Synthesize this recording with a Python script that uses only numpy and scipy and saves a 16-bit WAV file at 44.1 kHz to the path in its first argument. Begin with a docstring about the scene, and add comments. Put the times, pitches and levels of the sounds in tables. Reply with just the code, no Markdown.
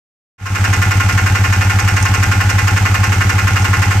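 """Beside an idling off-road vehicle, a stereo pair of microphones close to the engine.
After a moment of silence the sound fades in. In each working cycle, about eleven a second, two gas
pulses ring the ducts with a deep boom; then a cluster of metal contacts knocks on the block and its
covers. The valve gear ticks to the right, and a steady mechanical hiss lies behind it all."""
import sys
import numpy as np
from scipy.fft import rfft, irfft, next_fast_len
from scipy.io import wavfile
from scipy.ndimage import uniform_filter1d, minimum_filter1d

SR = 44100
rng = np.random.default_rng(int(sys.argv[2]) if len(sys.argv) > 2 else 0)


def dump(signal):
    """Clip the signal to [-1, 1] and save it as 16-bit WAV at the path in sys.argv[1]."""
    limited = np.clip(np.atleast_2d(signal).T, -1, 1)
    pcm = np.round(limited * 32767).astype(np.int16)
    wavfile.write(sys.argv[1], SR, pcm)


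N = 176400

# Levels within a table are relative; balance is left minus right.
# start of each working cycle (time [s])
CYCLE_STARTS = [.321, .4123, .5049, .5975, .6869, .7741, .8639, .9569, 1.0458, 1.1343, 1.2202, 1.3061,
                1.3969, 1.4838, 1.5686, 1.6534, 1.7441, 1.8331, 1.923, 2.0101, 2.0972, 2.1842, 2.2726,
                2.3596, 2.4495, 2.5393, 2.6289, 2.7201, 2.8097, 2.8993, 2.99, 3.0788, 3.165, 3.2516, 3.3386,
                3.4284, 3.517, 3.6033, 3.6891, 3.7771, 3.8644, 3.9555, 4.045]
# gas pulses (time into the cycle [s], level [dB])
GAS_PULSES = [(-.0015, -6), (0.019, -7)]
# duct resonances (frequency [Hz], level [dB], t60 [s])
DUCT_MODES = [(52, -70, 0.064), (97.4, 2.5, 0.17), (177.6, -8.5, 0.098), (277.4, -15, 0.083)]
# metal contacts (time into the knock [s], cover [dB], block [dB], clatter [dB], tick [dB])
METAL_CONTACTS = [(.0004, -7, 1.5, -3.5, -1), (.0072, -8, 0, -3.5, 0.5), (0.0138, -3, -25, 0, -7),
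                  (.021, -7.5, -7, -6, -8.5), (0.031, -6.5, -25, -14.5, -8), (0.0366, -4, -9, -9, -6),
                  (.047, -12.5, -11, -16, -13), (.061, -7, -16.5, -7, -6.5)]
# block resonances (frequency [Hz], level [dB], t60 [s], balance [dB])
BLOCK_MODES = [(1068, -1, 0.093, 1), (1210, -15.5, 0.091, -2), (1277, -5.5, 0.11, -14), (1338, -7, 0.12, 3),
               (1415, 2.5, 0.12, -1.5), (1467, -5.5, 0.26, 5), (1494, -5, 0.067, -1),
               (1584, -2.5, 0.11, 13), (1779.4, 2.5, 0.072, 7), (1812, -9, 0.14, -25),
               (2002, -2, 0.16, -41), (2122, -4.5, 0.1, -27), (2146, -4, 0.11, -5), (2200, -6, 0.11, 2),
               (2390, -15.5, 0.19, -1), (2457, -4, 0.11, 0), (2580, -5.5, 0.14, 1), (2675, -8.5, 0.1, 4),
               (2780, -3.5, 0.1, -1), (2838, -3.5, 0.077, -4), (2960, -14, 0.071, -2)]
# dense ringing of the small parts (frequency [Hz], level [dB])
CLATTER_SPECTRUM = [(500, -19), (950, -12), (1400, 3.5), (2100, -1.5), (2850, -4.5), (3300, -17),
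                    (4500, -16), (9000, -55)]
# cover resonances (frequency [Hz], width [Hz], level [dB], balance [dB])
COVER_MODES = [(284, 55, -6, -31.5), (368, 15, -5.5, 14), (463, 73, -10.5, -4.5), (769, 35, 1, -5),
               (836, 11.4, 5.5, 0), (850, 10.7, 1, 15.5)]
# treble of the contacts (frequency [Hz], level [dB])
TICK_SPECTRUM = [(1500, -30), (3000, -3), (4100, -5), (4900, 3.5), (5450, 4), (6000, 1), (6800, 2),
                 (7600, 2), (8600, -7.5), (9700, -15.5), (11000, -13.5), (12200, -0.5), (13200, -18),
                 (14400, -11)]
# valve gear resonances (frequency [Hz], width [Hz], level [dB], balance [dB])
VALVE_MODES = [(5140, 38, -4, -15), (5453, 22, 6.5, -5), (5830, 31, 3, -13), (6460, 59, 2.5, -13),
               (6840, 90, -4.5, -31), (8470, 140, -6, -4), (12250, 85, -23, -39)]
# steady running noise (frequency [Hz], level [dB])
HISS_SPECTRUM = [(25, -26), (60, 11), (150, 10.5), (300, 0.5), (600, -2.5), (850, 1), (1500, 5.5),
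                 (2700, 0), (4000, -8.5), (6200, -4.5), (8500, -9), (9800, -20), (12500, -16.5),
                 (14300, -16.5)]
# where the noise sits between the microphones (frequency [Hz], balance [dB])
MIC_BALANCE = [(1000, 5), (2000, -4), (4000, -3.5), (6500, -5), (8500, -11.5), (10300, -8), (12000, -37),
               (14000, -43)]
# how alike the two microphones hear it (frequency [Hz], correlation [0..1])
MIC_CORRELATION = [(100, 0.86), (500, 1), (1500, 0.37), (3000, 0.23), (6000, 0.05)]

CONTACT_S, COVER_HIT_DB, BLOCK_HIT_DB, CLATTER_HIT_DB, TICK_HIT_DB = np.transpose(METAL_CONTACTS)
KNOCK_STARTS = CYCLE_STARTS[:-1] + .465 * np.diff(CYCLE_STARTS)  # just before mid-cycle
KNOCK_SAMPLES = 8192
MIC_SIDES = np.array([[.5], [-.5]])  # left and right share of a phase difference


def duct_boom(rise_s=.0024, pulse_width_s=.0006, low_cut_hz=37.2):
    """Two gas pulses a cycle ring the ducts; the width of a pulse softens its treble."""
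    t, flow = np.arange(2 * KNOCK_SAMPLES) / SR, np.zeros(N)
    note = -sum(amp(db - 60 * t / t60) * np.sin(2 * np.pi * hz * t) for hz, db, t60 in DUCT_MODES)
    note *= 1 - np.exp(-t / rise_s)
    for start in CYCLE_STARTS[:-1]:
        for delay, db in GAS_PULSES:
            add(flow, start + delay, amp(db + rng.normal(0, .02)) * note)
    low_cut = lambda hz: hz ** 4 / (hz ** 4 + low_cut_hz ** 4)
    return filtered(flow, lambda hz: np.exp(-(np.pi * hz * pulse_width_s) ** 2) * low_cut(hz))


def block_knock(scatter_db=2, scatter_rad=.13, skew_rad=.61):
    """Each contact feeds the block's modes, which build up and ring on into the next cycle."""
    t = np.arange(KNOCK_SAMPLES) / SR
    age = np.maximum(t - CONTACT_S[:, None], 0)
    rings, track = [], np.zeros((2, N))
    for hz, db, t60, balance in BLOCK_MODES:
        rise_s = .0009 * (hz / 1000) ** 2.1  # higher modes build up more slowly
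        swells = (1 - np.exp(-age / rise_s)) * amp(BLOCK_HIT_DB[:, None] + db - 60 * age / t60)
        phase = rng.uniform(0, 2 * np.pi) + skew_rad * rng.choice([-1, 1]) * MIC_SIDES
        rings.append(pan(balance) * power_sum(swells) * np.exp(1j * (2 * np.pi * hz * t + phase)))
    for start in KNOCK_STARTS:
        size, shift = rng.standard_normal((2, len(BLOCK_MODES)))
        weights = amp(scatter_db * size) * np.exp(1j * scatter_rad * shift)
        add(track, start, np.tensordot(weights, rings, 1).real)
    return unit(track)


def parts_clatter():
    """The contacts shake the small parts, whose dense ringing blurs into noise."""
    force = contact_force(CLATTER_HIT_DB, attack_s=.0013, t60=.036, fresh=.25, scatter_db=1.2)
    return spread(force, CLATTER_SPECTRUM)


def cover_knock(dull_hz=1410):
    """The contacts ring the covers, which radiate little treble."""
    force = contact_force(COVER_HIT_DB, attack_s=.0015, t60=.062, fresh=.33, scatter_db=.9)[0]
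    ringing = ring(force, COVER_MODES, skew_rad=.12)
    return filtered(ringing, lambda hz: 1 / (1 + (hz / dull_hz) ** 4))


def contact_ticks():
    """Metal meeting metal gives short bursts of treble, mostly in the right microphone."""
    force = contact_force(TICK_HIT_DB, attack_s=.0024, t60=.046, fresh=.36, scatter_db=1.7)
    return spread(force, TICK_SPECTRUM)


def valve_ticks():
    """Sharp contacts of uneven strength ring the high modes of the valve gear."""
    force = contact_force(TICK_HIT_DB, attack_s=.0007, t60=.037, fresh=.35, scatter_db=5.8)[0]
    return ring(force, VALVE_MODES, skew_rad=1.1)


def running_hiss():
    """Chain, gears and belt run steadily in the background."""
    return spread(rng.standard_normal((2, N)), HISS_SPECTRUM)


def contact_force(levels_db, attack_s, t60, fresh, scatter_db):
    """Two tracks of broadband rattle that repeats each knock, with a fresh share of its power."""
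    age = np.maximum(np.arange(KNOCK_SAMPLES) / SR - CONTACT_S[:, None], 0)
    bursts = amp(levels_db)[:, None] * (1 - np.exp(-age / attack_s)) * amp(-60 * age / t60)
    grain = rng.standard_normal((2, KNOCK_SAMPLES))
    for _ in range(3):  # even out the repeating noise in spectrum, then in level
        white = irfft(np.exp(1j * np.angle(rfft(grain * power_sum(bursts)))))
        grain = white / np.sqrt(abs(uniform_filter1d(white ** 2, size=64)) + 1e-12)
    force = np.zeros((2, N))
    for start in KNOCK_STARTS:
        sizes = amp(scatter_db * rng.standard_normal((len(bursts), 1)))
        rattle = np.sqrt(1 - fresh) * grain + np.sqrt(fresh) * rng.standard_normal(grain.shape)
        add(force, start, rattle * power_sum(sizes * bursts))
    return force


def ring(force, modes, skew_rad):
    """Ring a body; each mode reaches the two microphones up to skew_rad apart."""
    skews = skew_rad * rng.choice([-1, 1], len(modes)) * rng.uniform(.37, 1, len(modes))
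    resonance = lambda f, hz, width: 1j * f * width / (hz * hz - f * f + 1j * f * width)
    return unit(filtered(force, lambda f: sum(
        amp(db) * pan(balance) * np.exp(1j * skew * MIC_SIDES) * resonance(f, hz, width)
        for (hz, width, db, balance), skew in zip(modes, skews))))


def spread(pair, spectrum):
    """Colour two unrelated signals and place them; the treble comes from the right."""
    angle = lambda hz: np.arccos(along(MIC_CORRELATION, hz)) / 2
    shares = lambda hz: [np.cos(angle(hz)), np.sin(angle(hz))]
    mid, side = filtered(pair, lambda hz: amp(along(spectrum, hz)) * shares(hz))
    mics = np.array([mid + side, mid - side])
    return unit(filtered(mics, lambda hz: pan(along(MIC_BALANCE, hz))))


def amp(db):
    """Decibels to gain."""
    return 10 ** (np.asarray(db) / 20)


def unit(x):
    """Scale to rms 1."""
    return x / np.sqrt(np.mean(x ** 2) + 1e-20)


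def power_sum(envelopes):
    """Joint envelope of unrelated sounds."""
    return np.sqrt((envelopes ** 2).sum(0))


def along(points, hz):
    """Interpolate (frequency, value) points on a log axis."""
    freqs, values = np.transpose(points)
    return np.interp(np.log(hz + 1), np.log(freqs + 1), values)


def filtered(x, response):
    """Filter x by a complex response of frequency."""
    size = next_fast_len(N + SR // 2)
    return irfft(rfft(x, size) * response(np.fft.rfftfreq(size, 1 / SR)), size)[..., :N]


def add(track, start_s, sound):
    """Mix a sound into a track."""
    i = round(start_s * SR)
    part = track[..., i:i + sound.shape[-1]]
    part += sound[..., :part.shape[-1]]


def pan(balance_db):
    """Left and right gains of constant power."""
    ratio = amp(np.atleast_1d(balance_db))
    return np.array([ratio, np.ones_like(ratio)]) / np.sqrt(1 + ratio ** 2)


def scene():
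    """The engine at the microphones: the boom in the centre, metal and hiss around it."""
    return (duct_boom() + amp(-29) * cover_knock() + amp(-24.5) * parts_clatter()
            + amp(-32) * contact_ticks() + amp(-35.5) * valve_ticks()
            + amp(-21) * block_knock() + amp(-23) * running_hiss())


def record(dry, fade_s=(.38, .65), ceiling=.95, reaction_s=.003, top_hz=14700, edge_hz=300):
    """The recorder fades in, limits the highest peaks and keeps nothing above its band limit."""
    sound = dry * np.interp(np.arange(N) / SR, fade_s, [0, 1])
    width = int(reaction_s * SR)
    needed_gain = 1 / np.maximum(abs(sound).max(0) / ceiling, 1)
    gain = uniform_filter1d(minimum_filter1d(needed_gain, 2 * width + 1), width)
    return filtered(sound * gain, lambda hz: np.clip((top_hz - hz) / edge_hz + .5, 0, 1))


dry = scene()
out = record(dry)
dump(out)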